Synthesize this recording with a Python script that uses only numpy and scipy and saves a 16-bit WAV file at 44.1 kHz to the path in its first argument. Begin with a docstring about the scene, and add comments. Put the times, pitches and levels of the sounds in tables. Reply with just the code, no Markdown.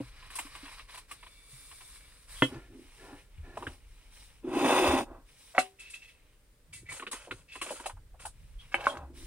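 """Canvas rustles close to a stereo microphone: a hand coffee grinder is pulled, clicking, from its pouch
and stood on the table of a train compartment. A tub and a glass in its metal holder judder and scrape
aside. A jar of beans is picked up, its lid rasps and clicks off the thread, and lid and jar knock down
on the wood. A padded jacket rustles with every move; the carriage rumbles faintly underneath."""
import sys
import numpy as np
from scipy import signal
from scipy.io import wavfile

SR = 44100
rng = np.random.default_rng(int(sys.argv[2]) if len(sys.argv) > 2 else 0)


def log_audio(samples):
    """Write samples as a 16-bit WAV file to the path given in sys.argv[1]."""
    # one column per channel
    frames = np.atleast_2d(samples).T
    # limit to full scale, then quantise
    limited = np.clip(frames, -1, 1)
    pcm = np.round(limited * 32767).astype(np.int16)
    wavfile.write(sys.argv[1], SR, pcm)


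N = 408366
TIME = np.arange(N) / SR
EDGES = 16000 / 2 ** (np.arange(29, -1, -1) / 3)   # third octaves, Hz
BANDS = [(np.sqrt(lo * hi), signal.butter(2, [lo, hi], "band", fs=SR, output="sos"))
         for lo, hi in zip(EDGES, EDGES[1:])]

# The table's boom, the hiss of canvas and of plastic thread. Each row: frequency in Hz, dB per Hz.
BOOM = [(45, -33.5), (70, 1.5), (125, 5), (170, -3.5), (260, -43)]
POUCH_HISS = [(3000, -3), (4500, -6.5), (6000, -5), (7500, -7), (9300, 8.5), (10800, -5.5), (12500, -9),
              (15500, -9.5)]
THREAD_HISS = [(3000, 5.5), (4300, -2.5), (6000, -1.5), (7000, 1), (7900, 9), (9000, 10.5), (10500, -64),
               (12500, -42), (15500, 11)]
# Modes of each thing meeting the table. Each row: frequency in Hz, level in dB, t60 in seconds.
GRINDER = [(127, -16.5, 0.15), (276, -8.5, 0.084), (318, -13.5, 0.11), (385, -14, 0.064),
           (507, -17.5, 0.091), (622, -19, 0.079), (953, -9.5, 0.0265), (1110, -7.5, 0.016),
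           (1437, -8.5, 0.027), (1790, -14, 0.05), (2050, -12, 0.035), (2624, -15.5, 0.08),
           (2987, -16.5, 0.15), (3190, -20.5, 0.08), (3310, -17, 0.09)]
CLOSED_JAR = [(138, -45.5, 0.1), (259.8, -35, 0.11), (320, -35, 0.059), (385.5, -33, 0.068),
              (390, -46.5, 0.42), (554, -23, 0.07), (640, -22, 0.037), (746, -20.5, 0.19),
              (1202, -17, 0.019), (1330, -22.5, .05), (1480, -17.5, 0.015), (1944, -18.5, 0.035),
              (2206, -18.5, 0.029), (2650, -29, 0.11), (2865, -34.5, 0.19), (4170, -37.5, .08)]
LID = [(257, -38, 0.067), (346, -38, 0.14), (555, -29, 0.098), (798, -22.5, 0.068), (980, -27, 0.039),
       (1230, -23.5, 0.034), (1620, -14, 0.017), (2250, -12.5, 0.023), (2645, -18.5, 0.033),
       (3022, -25.5, 0.06)]
OPEN_JAR = [(262, -37.5, 0.075), (403, -32, 0.031), (571, -30, 0.2), (646, -32.5, 0.16),
            (830, -23.5, 0.042), (1080, -13.5, 0.044), (1290, -7.5, 0.0089), (1500, -12, 0.02),
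            (1980, -32, 0.023), (2640, -36.5, 0.05)]
THINGS = [GRINDER, CLOSED_JAR, LID, OPEN_JAR]


def from_db(db):
    """Decibels to gain."""
    return 10 ** (np.asarray(db) / 20)


def rms_one(x):
    """Scale to unit rms."""
    return x / np.sqrt(np.mean(x ** 2) + 1e-20)


def add(out, s, sound):
    """Mix a sound in from s seconds on."""
    start = max(round(s * SR), 0)
    out[start:start + len(sound)] += sound[:N - start]


def roll_off(x, hz, kind="low", order=1):
    """Gentle low-pass or high-pass."""
    return signal.sosfilt(signal.butter(order, hz, kind, fs=SR, output="sos"), x)


def drift(hz):
    """Slow random wander of spread 1."""
    hop, settle = 40, 2000
    pole = np.exp(-2 * np.pi * hz * hop / SR)
    white = rng.standard_normal(N // hop + settle + 2)
    slow = signal.lfilter([1], [1, -2 * pole, pole * pole], white)[settle:]
    return np.interp(np.arange(N) / hop, np.arange(len(slow)), rms_one(slow))


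def coloured(spectrum, force):
    """Random contact, following force, rings in third-octave bands; rms 1."""
    white = rng.standard_normal((2, len(force))) * force + 1e-18
    points_hz, points_db = np.transpose(spectrum)
    out = 0
    for k, (hz, sos) in enumerate(BANDS):
        if points_hz[0] <= hz <= points_hz[-1]:
            db = np.interp(np.log(hz), np.log(points_hz), points_db)
            out = out + from_db(db) * signal.sosfilt(sos, white[k % 2])
    return rms_one(out)


def friction(spectrum, slips_hz, rough_db):
    """Rubbing: the contact force grips and slips at random."""
    return coloured(spectrum, from_db(rough_db * np.tanh(drift(slips_hz) / 2) * 2))


def mode(hz, db, t60):
    """One struck resonance."""
    t = TIME[:SR // 2]
    return from_db(db - 60 * t / t60) * np.sin(2 * np.pi * hz * t)


def resonate(x, resonances):
    """Ring x through parallel resonances."""
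    out = 0
    for hz, width_hz, db in resonances:
        r = np.exp(-np.pi * width_hz / SR)
        feedback = [1, -2 * r * np.cos(2 * np.pi * hz / SR), r * r]
        out = out + from_db(db) * signal.lfilter(np.array([1, 0, -1]) * (1 - r * r) / 2, feedback, x)
    return out


def strokes(rows, attack_s, release_t60, swell_share=0):
    """Each stroke swells, holds to the end of its length and dies away; one envelope per dB column."""
    t, power = TIME[::20], 0
    for start, length, *levels_db in rows:
        age = t - start
        swell = np.clip(age / (attack_s + swell_share * length), 0, 1)
        release = from_db(-60 * np.maximum(age - length, 0) / release_t60)
        power = power + np.outer(from_db(levels_db), swell * release) ** 2
    return [np.interp(TIME, t, np.sqrt(p)) for p in power]


def rubbing(scuff, hiss, scuff_colour, hiss_colour, crinkle_db):
    """Rubbed surfaces scuff in lumps and crinkle in clusters of snaps; their fine grain hisses."""
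    grain = friction(hiss_colour, slips_hz=60, rough_db=0)
    snaps = rng.random(N) < 500 * from_db(6 * drift(20)) / SR
    strength = from_db(1.5 * np.minimum(rng.exponential(1, N), 3))
    crinkle = from_db(crinkle_db) * coloured(scuff_colour, snaps * strength)
    lumps = from_db(-3.5) * friction(scuff_colour, slips_hz=69.5, rough_db=1)
    return scuff * (lumps + crinkle) + hiss * grain


def click(hz, t60, rise_s, knock_db, body_db, clack_db, tick_db, tick_colour=THREAD_HISS):
    """A snap rings a hollow body; the hard clack dies first, the finest ticks scatter a little longer."""
    # Each row: frequency in Hz (for the body, a multiple of its pitch), level in dB per Hz.
    knock_colour = [(170, -29), (260, 0), (560, -1)]
    body_colour = [(.55, -16), (.8, -8.5), (1, -4), (1.25, -11), (1.8, -8.5)]
    clack_colour = [(1500, 10.5), (2700, 19), (3300, 17.5), (4300, -17)]
    t = TIME[:SR // 5]
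    rise = 1 - np.exp(-t / rise_s)
    snap = rise * (from_db(-60 * t / t60) + from_db(-22 - 60 * t / 0.15))
    scatter = (1 - np.exp(-t / 0.0005)) * from_db(-60 * t / (1.67 * t60))
    hollow = coloured([(hz * multiple, db) for multiple, db in body_colour], snap)
    tone = rms_one(rise * mode(hz, 0, 0.69 * t60)[:len(t)])
    knock = from_db(knock_db) * coloured(knock_colour, snap)
    clack = from_db(clack_db) * coloured(clack_colour, snap * from_db(-60 * t / 0.14))
    ticks = from_db(tick_db) * coloured(tick_colour, scatter)
    return from_db(body_db) * (hollow + tone) + knock + clack + ticks


def cloth(pouch_off_s=2.4):
    """The pouch rustles in soft strokes until it is off the grinder, the jacket from then on."""
    # Each row: start and length in seconds, scuff and hiss in dB.
    moves = [(-0.05, 0.14, -56, -62.5), (0.11, 0.27, -55, -65.5), (0.304, 0.15, -51.5, -52.5),
             (0.464, 0.33, -51, -57.5), (0.869, .11, -51, -56.5), (1.073, 0.066, -56, -57.5),
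             (1.16, .28, -66.5, -62), (1.427, 0.53, -61, -53.5), (1.9, .35, -63.5, -61.5),
             (2.268, 0.19, -52.5, -49.5), (2.426, 0.24, -65, -69.5), (2.66, 0.55, -62.5, -64),
             (2.9, 0.16, -65, -63), (3.276, 0.23, -66, -73), (3.515, 0.22, -58, -59.5),
             (3.75, 0.62, -66, -68), (4.092, 0.16, -62.5, -58), (5.238, 0.14, -66, -64.5),
             (5.35, .17, -65, -58.5), (5.558, 0.096, -59, -59), (5.732, 0.36, -75, -65),
             (6.101, 0.23, -70, -87), (8.302, 0.242, -70, -72), (8.55, 0.22, -64, -67),
             (8.767, 0.11, -49, -59), (9.128, .15, -58, -54.5)]
    # Colours of the two fabrics. Each row: frequency in Hz, level in dB per Hz.
    pouch_scuff = [(260, -53.5), (450, -19.5), (636, -12.5), (814, -22.5), (941, -7), (1080, -5),
                   (1520, -10.5), (1990, -3.5), (4500, -13), (4920, -18), (6500, -21), (8450, -54.5),
                   (14300, -120)]
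    jacket_scuff = [(290, -37), (500, -17), (581, -3.5), (689, -13), (817, -2.5), (1220, -5.5), (1430, -6),
                    (1840, -3), (2570, 5), (3330, -6.5), (5500, -25.5), (7150, -48.5), (12100, -120)]
    jacket_hiss = [(3000, 5.5), (4300, -10.5), (6000, -2.5), (7500, -12.5), (9100, 3), (10500, -18.5),
                   (12500, -16), (15500, -5.5)]
    pulls = [row for row in moves if row[0] < pouch_off_s]
    reaches = [row for row in moves if row[0] >= pouch_off_s]
    pouch = strokes(pulls, attack_s=0.013, release_t60=0.3, swell_share=0.14)
    jacket = strokes(reaches, attack_s=0.012, release_t60=0.3, swell_share=0.26)
    return (rubbing(*pouch, pouch_scuff, POUCH_HISS, crinkle_db=-5.5)
            + rubbing(*jacket, jacket_scuff, jacket_hiss, crinkle_db=-4))


def train():
    """Rumble through the floor and a boom in the table, nearly alike left and right."""
    # Each row: frequency in Hz, level in dB per Hz.
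    rumble = [(11, -30), (18, 3.5), (38, 9.5), (90, -10.5), (120, -30.5), (200, -120)]
    # The ride swells and eases. Each row: time in seconds, level in dB.
    ride = [(0.0, -53.5), (1.47, -63.5), (1.86, -57.5), (3.33, -58.5), (3.38, -46.5), (3.63, -62),
            (3.69, -56), (4.77, -59), (4.87, -45), (5.44, -67.5), (7.94, -59.5), (7.99, -50), (8.1, -55.5),
            (8.46, -48.5), (8.97, -60), (9.26, -48)]
    floor = from_db(0.5) * friction(rumble, slips_hz=4.8, rough_db=-2)
    boom = from_db(-13.5) * friction(BOOM, slips_hz=19, rough_db=3.5)
    side = from_db(-14.5) * coloured(rumble, np.ones(N))
    return from_db(np.interp(TIME, *np.transpose(ride))) * (floor + boom + side * [[1], [-1]])


def air():
    """Room tone: a faint steady hiss, wider in the treble."""
    # Each row: frequency in Hz, level in dB per Hz.
    room_tone = [(59, -20), (100, -3), (258, -14.5), (300, -2), (370, -17), (457, -7.5), (697, -19.5),
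                 (1760, -19), (3120, -23), (7560, -28), (9150, -22), (12300, -37), (15500, -23)]
    mid = coloured(room_tone, np.ones(N))
    side = roll_off(coloured(room_tone, np.ones(N)), 1500, "high")
    return from_db(-70) * (mid + side * [[1], [-1]])


def bumps():
    """Hands, elbows and tilted rims touch the table lightly, each waking a single resonance."""
    # Each row: start in seconds, level in dB, pitch in Hz, t60 in seconds.
    touches = [(0.003, -21.5, 282, 0.062), (0.005, -35, 122, 0.18), (0.45, -40, 282, 0.074),
               (0.63, -38.5, 279, 0.1), (1.528, -44, 132, 0.17), (3.126, -39.5, 285, 0.13),
               (3.383, -29, 75.4, 0.2), (3.669, -33.5, 78.4, 0.18), (4.877, -21.5, 75, 0.17),
               (5.547, -32, 700, 0.08), (6.831, -38, 326, 0.022), (7.932, -37, 90.4, 0.15),
               (8.249, -43, 76, 0.16), (9.0, -38.5, 66.8, 0.72)]
    out = np.zeros(N)
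    for s, db, hz, t60 in touches:
        rise = 1 - np.exp(-TIME[:SR // 2] * min(hz, 300))
        add(out, s, rise * mode(hz, db, t60))
    return out


def taps():
    """Light, dull taps on the table top."""
    # Each row: start in seconds, body level in dB, pitch in Hz.
    touches = [(0.003, -59, 525), (3.571, -51, 657), (3.624, -54.5, 970), (3.667, -52, 1610)]
    out = np.zeros(N)
    for s, db, hz in touches:
        add(out, s, click(hz, t60=0.03, rise_s=0.0015, knock_db=db - 3, body_db=db,
                          clack_db=db - 12, tick_db=db - 16))
    return out


def pouch_clicks(rebound_s=0.0076, rebound_db=-6):
    """The loose crank and the beans knock about and rebound, softened by the cloth."""
    # Each row: start in seconds, body and tick in dB.
    hits = [(0.224, -71.5, -76), (0.254, -73.5, -74), (0.301, -66.5, -63), (0.353, -64.5, -47.5),
            (0.385, -53.5, -48.5), (0.465, -70, -70), (0.55, -63.5, -63.5), (0.654, -65, -71),
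            (0.679, -67, -77), (0.714, -70.5, -66), (0.793, -65.5, -89), (0.89, -71, -83),
            (0.942, -68, -61.5), (0.973, -66.5, -59.5), (1.11, -61.5, -56.5), (1.227, -67.5, -84),
            (1.263, -69.5, -81), (1.712, -70, -80), (1.806, -70.5, -80)]
    out = np.zeros(N)
    for s, db, tick_db in hits:
        pitch, bounce = rng.uniform(-1, 1, 2)
        for late_s, loss_db in [(0, 0), (rebound_s * (1 + 0.3 * bounce), rebound_db)]:
            snap = click(1060 * (1 + 0.09 * pitch), t60=0.045, rise_s=0.0041, knock_db=db - 14,
                         body_db=db, clack_db=db + 4, tick_db=tick_db, tick_colour=POUCH_HISS)
            add(out, s + late_s, from_db(loss_db) * snap)
    return out


def grinder_shell():
    """The pouch sliding off sets the steel shell singing; wiping past later, it wakes the hollow body."""
    # Each row: start and length in seconds, level in dB.
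    slide_off = [(1.12, 0.95, -62.5)]
    wipes = [(2.5, 0.055, -51), (2.97, 0.15, -55.5), (3.42, 0.15, -57.5)]
    # Resonances. Each row: frequency and width in Hz, level in dB.
    steel = [(2290, 30, 3.5), (2700, 65, -6), (3523, 78, -2), (4480, 75, -8)]
    hollow = [(405, 36, -1), (690, 64, -11.5), (1090, 16, -15), (1395, 44, -6.5), (1730, 34, -2),
              (2240, 20, -10), (2490, 19, -12)]
    singing, = strokes(slide_off, attack_s=0.11, release_t60=0.4)
    wiping, = strokes(wipes, attack_s=0.031, release_t60=0.42)
    rub = rng.standard_normal(N)
    return singing * rms_one(resonate(rub, steel)) + wiping * rms_one(resonate(rub, hollow))


def skids():
    """Rims squeak as they tilt flat; each thing skids on the wood as it settles, rubbing its own modes."""
    # Each row: start and length in seconds, level in dB.
    tilts = [(2.345, 0.054, -51.5), (8.58, 0.035, -54.5), (8.875, 0.03, -43)]
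    settlings = [(2.447, .13, -54), (5.547, 0.06, -34), (8.714, 0.18, -45.5), (8.855, .12, -54)]
    # The rim's resonance: frequency and width in Hz, level in dB.
    rim = [(3260, 100, 0)]
    squeaking, = strokes(tilts, attack_s=0.02, release_t60=0.11)
    out = squeaking * rms_one(resonate(rng.standard_normal(N), rim))
    for row, modes in zip(settlings, THINGS):
        slips = rng.standard_normal(N) * from_db(9.9 * drift(84))
        resonances = [(hz, np.log(1000) / (np.pi * t60), db) for hz, db, t60 in modes]
        skidding, = strokes([row], attack_s=0.016, release_t60=0.092)
        out += skidding * rms_one(resonate(slips, resonances))
    return out


def knocks():
    """Each thing meets the table and rings with its own modes; its loose parts rattle a moment later."""
    # Each row: start in seconds, strength in dB, contact cut-off in Hz, rattle in dB, its t60 in seconds.
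    landings = [(2.4214, -6.5, 4500, -33.5, 0.11), (5.5798, 3.5, 5000, -26, .13),
                (8.7426, -2, 4440, -20.5, 0.014), (8.8674, 0.5, 3500, -41.5, 0.25)]
    # Each row: frequency in Hz, level in dB per Hz.
    rattle_colour = [(2500, 6.5), (4000, -0.5), (5200, -9), (6500, -6.5), (8700, 10), (10500, -24.5),
                     (13000, -36.5), (15500, -41)]
    struck, rattles = np.zeros((2, N))
    t = TIME[:SR // 2]
    for (s, db, contact_hz, rattle_db, rattle_t60), modes in zip(landings, THINGS):
        ring = sum((-1) ** k * mode(*row) for k, row in enumerate(modes))
        add(struck, s, from_db(db) * roll_off(ring, contact_hz, order=2))
        shake = (1 - np.exp(-t / 0.0049)) * from_db(rattle_db - 60 * t / rattle_t60)
        add(rattles, s, shake * coloured(rattle_colour, np.ones(len(t))))
    return struck, rattles


def table_top(rub):
    """The resonances of the laden table stand out of whatever rubs on it."""
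    # Each row: frequency and width in Hz, level in dB.
    resonances = [(261, 11, 6), (339, 16, 6), (367.4, 7.7, 4), (570, 11, -5.5), (817, 24, 2.5),
                  (1007, 25, 2), (1067, 42, -0.5), (1961, 21, 6.5), (2590, 120, 4.5), (2630, 30, -1),
                  (2610, 53, -11.5), (3603, 140, 9), (4920, 110, -1), (6770, 100, 6), (8050, 50, 12),
                  (8760, 300, 12.5), (11000, 110, 4)]
    return rms_one(rub + resonate(rub, resonances))


def sliding():
    """Hands brush the wood; tub and glass holder judder over it, with more scrape and grit at speed."""
    # Each row: frequency in Hz, level in dB per Hz.
    judder_colour = [(110, -17.5), (165, -15.5), (205, -21.5), (245, 0.5), (300, 1), (370, -2.5),
                     (450, -14), (600, -16)]
    scrape_colour = [(330, -16.5), (520, 7), (800, 5.5), (1080, 4), (1250, -11), (1550, 6), (1850, -23),
                     (2400, -15)]
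    grit_colour = [(1500, -1), (2100, -3.5), (2400, 3), (2700, 10.5), (3050, -17.5), (3600, -7.5),
                   (4200, -21.5), (5000, -5), (7500, -18.5), (8800, -11.5), (10000, -15.5), (15500, -20)]
    # Each row: start and length in seconds, then boom, judder and scrape in dB.
    brushes = [(2.47, 0.1, -46.5, -44.5, -56.5), (2.68, 0.13, -63, -52.5, -78), (3.0, 0.14, -56, -58, -56),
               (3.42, .14, -68, -59.5, -63.5), (3.55, .14, -56, -52.5, -55), (5.04, 0.12, -68, -54.5, -52),
               (5.535, .03, -63, -66.5, -41.5), (6.68, 0.25, -58, -79.5, -89),
               (7.29, 0.075, -58.5, -81, -88), (8.75, .1, -60, -64, -43), (8.87, 0.076, -54, -51, -42.5),
               (8.95, 0.076, -50.5, -55, -48.5), (9.06, 0.17, -70, -53, -81)]
    # Each row: time in seconds, share of top speed.
    drag = [(4.425, 0), (4.456, .04), (4.51, 0.074), (4.588, 0.42), (4.72, 1), (4.8, 0.89), (4.984, 0.54),
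            (5.026, 0.15), (5.046, 0.048)]
    boom = friction(BOOM, slips_hz=13, rough_db=7.5)
    judder = table_top(friction(judder_colour, slips_hz=60, rough_db=-5))
    scrape = table_top(friction(scrape_colour, slips_hz=130, rough_db=0.5))
    grit = table_top(friction(grit_colour, slips_hz=200, rough_db=2))
    speed = np.interp(TIME, *np.transpose(drag), left=0, right=0)
    shudder = np.tanh(speed / 0.14) * (from_db(-62) * boom + from_db(-27.5) * judder)
    rasp = speed * from_db(-25.5) * scrape + speed ** 1.13 * from_db(-29.5) * grit
    chatter = from_db(1.5 * drift(55))   # the whole base grips and lets go
    deep, low, mid = strokes(brushes, attack_s=0.044, release_t60=0.23)
    return shudder + chatter * rasp + deep * boom + low * judder + mid * scrape


def chafing():
    """The jar's lid slips on its thread in jerks that ring as dry squeaks."""
    # Each row: start and length in seconds, low and high squeak in dB.
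    squeaks = [(5.785, 0.064, -65, -50.5), (5.86, 0.039, -72, -53), (5.93, 0.016, -72, -45),
               (6.015, 0.024, -61, -54), (6.075, 0.027, -63, -57.5), (6.725, 0.01, -49.5, -51.5),
               (6.77, .03, -68, -76), (6.855, .03, -53, -80), (6.884, 0.0098, -41.5, -75),
               (7.48, .12, -62, -55.5), (7.518, 0.014, -73, -46)]
    # Each row: frequency and width in Hz, level in dB.
    low_ring = [(2030, 21, 4), (2260, 39, -3.5), (2280, 52, -1)]
    high_ring = [(2420, 120, -8), (2620, 130, -1.5), (2646, 120, 6), (3100, 120, -10), (3300, 120, -8.5)]
    slips = rng.standard_normal(N) * from_db(1.2 * drift(60))
    low, high = strokes(squeaks, attack_s=0.0067, release_t60=0.21)
    return low * rms_one(resonate(slips, low_ring)) + high * rms_one(resonate(slips, high_ring))


def jar_clicks(lid_free_s=7.83):
    """Beans tick on the jar's wall; the lid catches on thread and rim, knocking the jar until free."""
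    # Each row: start in seconds, level in dB.
    beans = [(5.794, -61), (5.898, -57.5), (5.938, -60.5), (6.727, -58.5), (6.778, -65)]
    # Each row: start in seconds, body in dB, pitch in Hz, clack and tick in dB.
    catches = [(6.918, -63.5, 1055, -59, -55), (6.995, -58.5, 1484, -57, -76),
               (7.023, -55.5, 1100, -59.5, -83), (7.066, -56, 1470, -51, -68.5),
               (7.113, -66, 1160, -63, -45.5), (7.129, -56.5, 1060, -59, -68),
               (7.273, -60.5, 577, -81, -89), (7.309, -50.5, 1425, -50, -65),
               (7.554, -60, 1030, -58.5, -62), (7.614, -54, 1126, -46, -47),
               (7.662, -58.5, 624, -57.5, -62), (7.706, -49.5, 581, -75, -53),
               (7.798, -59.5, 966, -64, -60.5), (7.858, -47.5, 776.4, -51, -49),
               (7.895, -58.5, 950, -63, -73), (7.968, -72, 890, -90, -88), (8.142, -72, 746, -98, -100),
               (8.195, -77, 1390, -81, -66), (8.252, -54.5, 858, -61.5, -51)]
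    out = np.zeros(N)
    for s, db in beans:
        add(out, s, click(1500, t60=0.079, rise_s=0.001, knock_db=db - 43, body_db=db - 40,
                          clack_db=db - 15.5, tick_db=db))
    for s, db, hz, clack_db, tick_db in catches:
        knock_db = db - (4 if s < lid_free_s else 25)
        add(out, s, click(hz, t60=0.073, rise_s=0.0011, knock_db=knock_db, body_db=db,
                          clack_db=clack_db, tick_db=tick_db))
    return out


def unscrewing():
    """Every twist of the lid starts abruptly and rasps along the plastic thread."""
    # Each row: start and length in seconds, scuff and hiss in dB.
    twists = [(6.724, 0.035, -78.5, -48), (6.885, 0.09, -53, -47), (7.11, 0.058, -45.5, -50.5),
              (7.18, 0.071, -56.5, -59.5), (7.3, 0.091, -63, -61), (7.51, .06, -67, -55),
              (7.615, 0.15, -50, -47.5), (7.77, 0.1, -56.5, -61), (8.19, 0.043, -56.5, -54)]
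    # Each row: frequency in Hz, level in dB per Hz.
    thread_scuff = [(240, -42), (400, -21), (588, 3), (772, -30), (957, 11), (1290, -17), (1440, 2),
                    (1580, -10.5), (2680, 0.5), (3600, -14), (6000, -15.5), (7800, -56), (13200, -120)]
    scuff, hiss = strokes(twists, attack_s=0.016, release_t60=0.23)
    return rubbing(scuff, hiss, thread_scuff, THREAD_HISS, crinkle_db=-0.5)


def cabin(x, direct_hz, wet_db, t60, build_s, apart_hz):
    """Bass reaches the microphone straight, treble mostly off the near walls, wide above apart_hz."""
    # Colour of the reflections off table, window and walls. Each row: frequency in Hz, level in dB.
    reflected = [(150, -17), (500, -9.5), (1200, -12), (2500, -10), (4500, 2), (15500, -1.5)]
    t = TIME[:SR // 4]
    direct = roll_off(x, direct_hz)
    left = np.pad(direct, (3, 0))[:N]   # arrives three samples later
    dying = (1 - np.exp(-t / build_s)) * from_db(-60 * t / t60)
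    side = roll_off(coloured(reflected, dying), apart_hz, "high")
    echoes = (coloured(reflected, dying) + side * [[1], [-1]]) / np.sqrt(2 * len(t))
    wet = signal.oaconvolve(x[None], echoes, axes=1)[:, :N]
    return np.array([left, direct]) + from_db(wet_db) * wet


def scene():
    """Each group of sounds has its own place in the small compartment, and so its own reflections."""
    struck, rattles = knocks()
    held = [cloth() + rattles,
            unscrewing() + chafing() + skids(),
            pouch_clicks() + jar_clicks() + grinder_shell() + taps()]
    near = sum(cabin(x, direct_hz=3700, wet_db=-3.5, t60=0.076, build_s=0.00071, apart_hz=1500)
               for x in held)
    table = cabin(sliding() + bumps(), direct_hz=3500, wet_db=-4.5, t60=0.1, build_s=0.001, apart_hz=201.2)
    set_down = cabin(struck, direct_hz=8000, wet_db=-0.5, t60=0.09, build_s=0.0038, apart_hz=1100)
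    return near + table + set_down + air() + train()


def record(dry):
    """The top is cut steeply at 15.8 kHz."""
    return signal.sosfilt(signal.ellip(10, 0.1, 80, 15800, fs=SR, output="sos"), dry)


dry = scene()
out = record(dry)
log_audio(out)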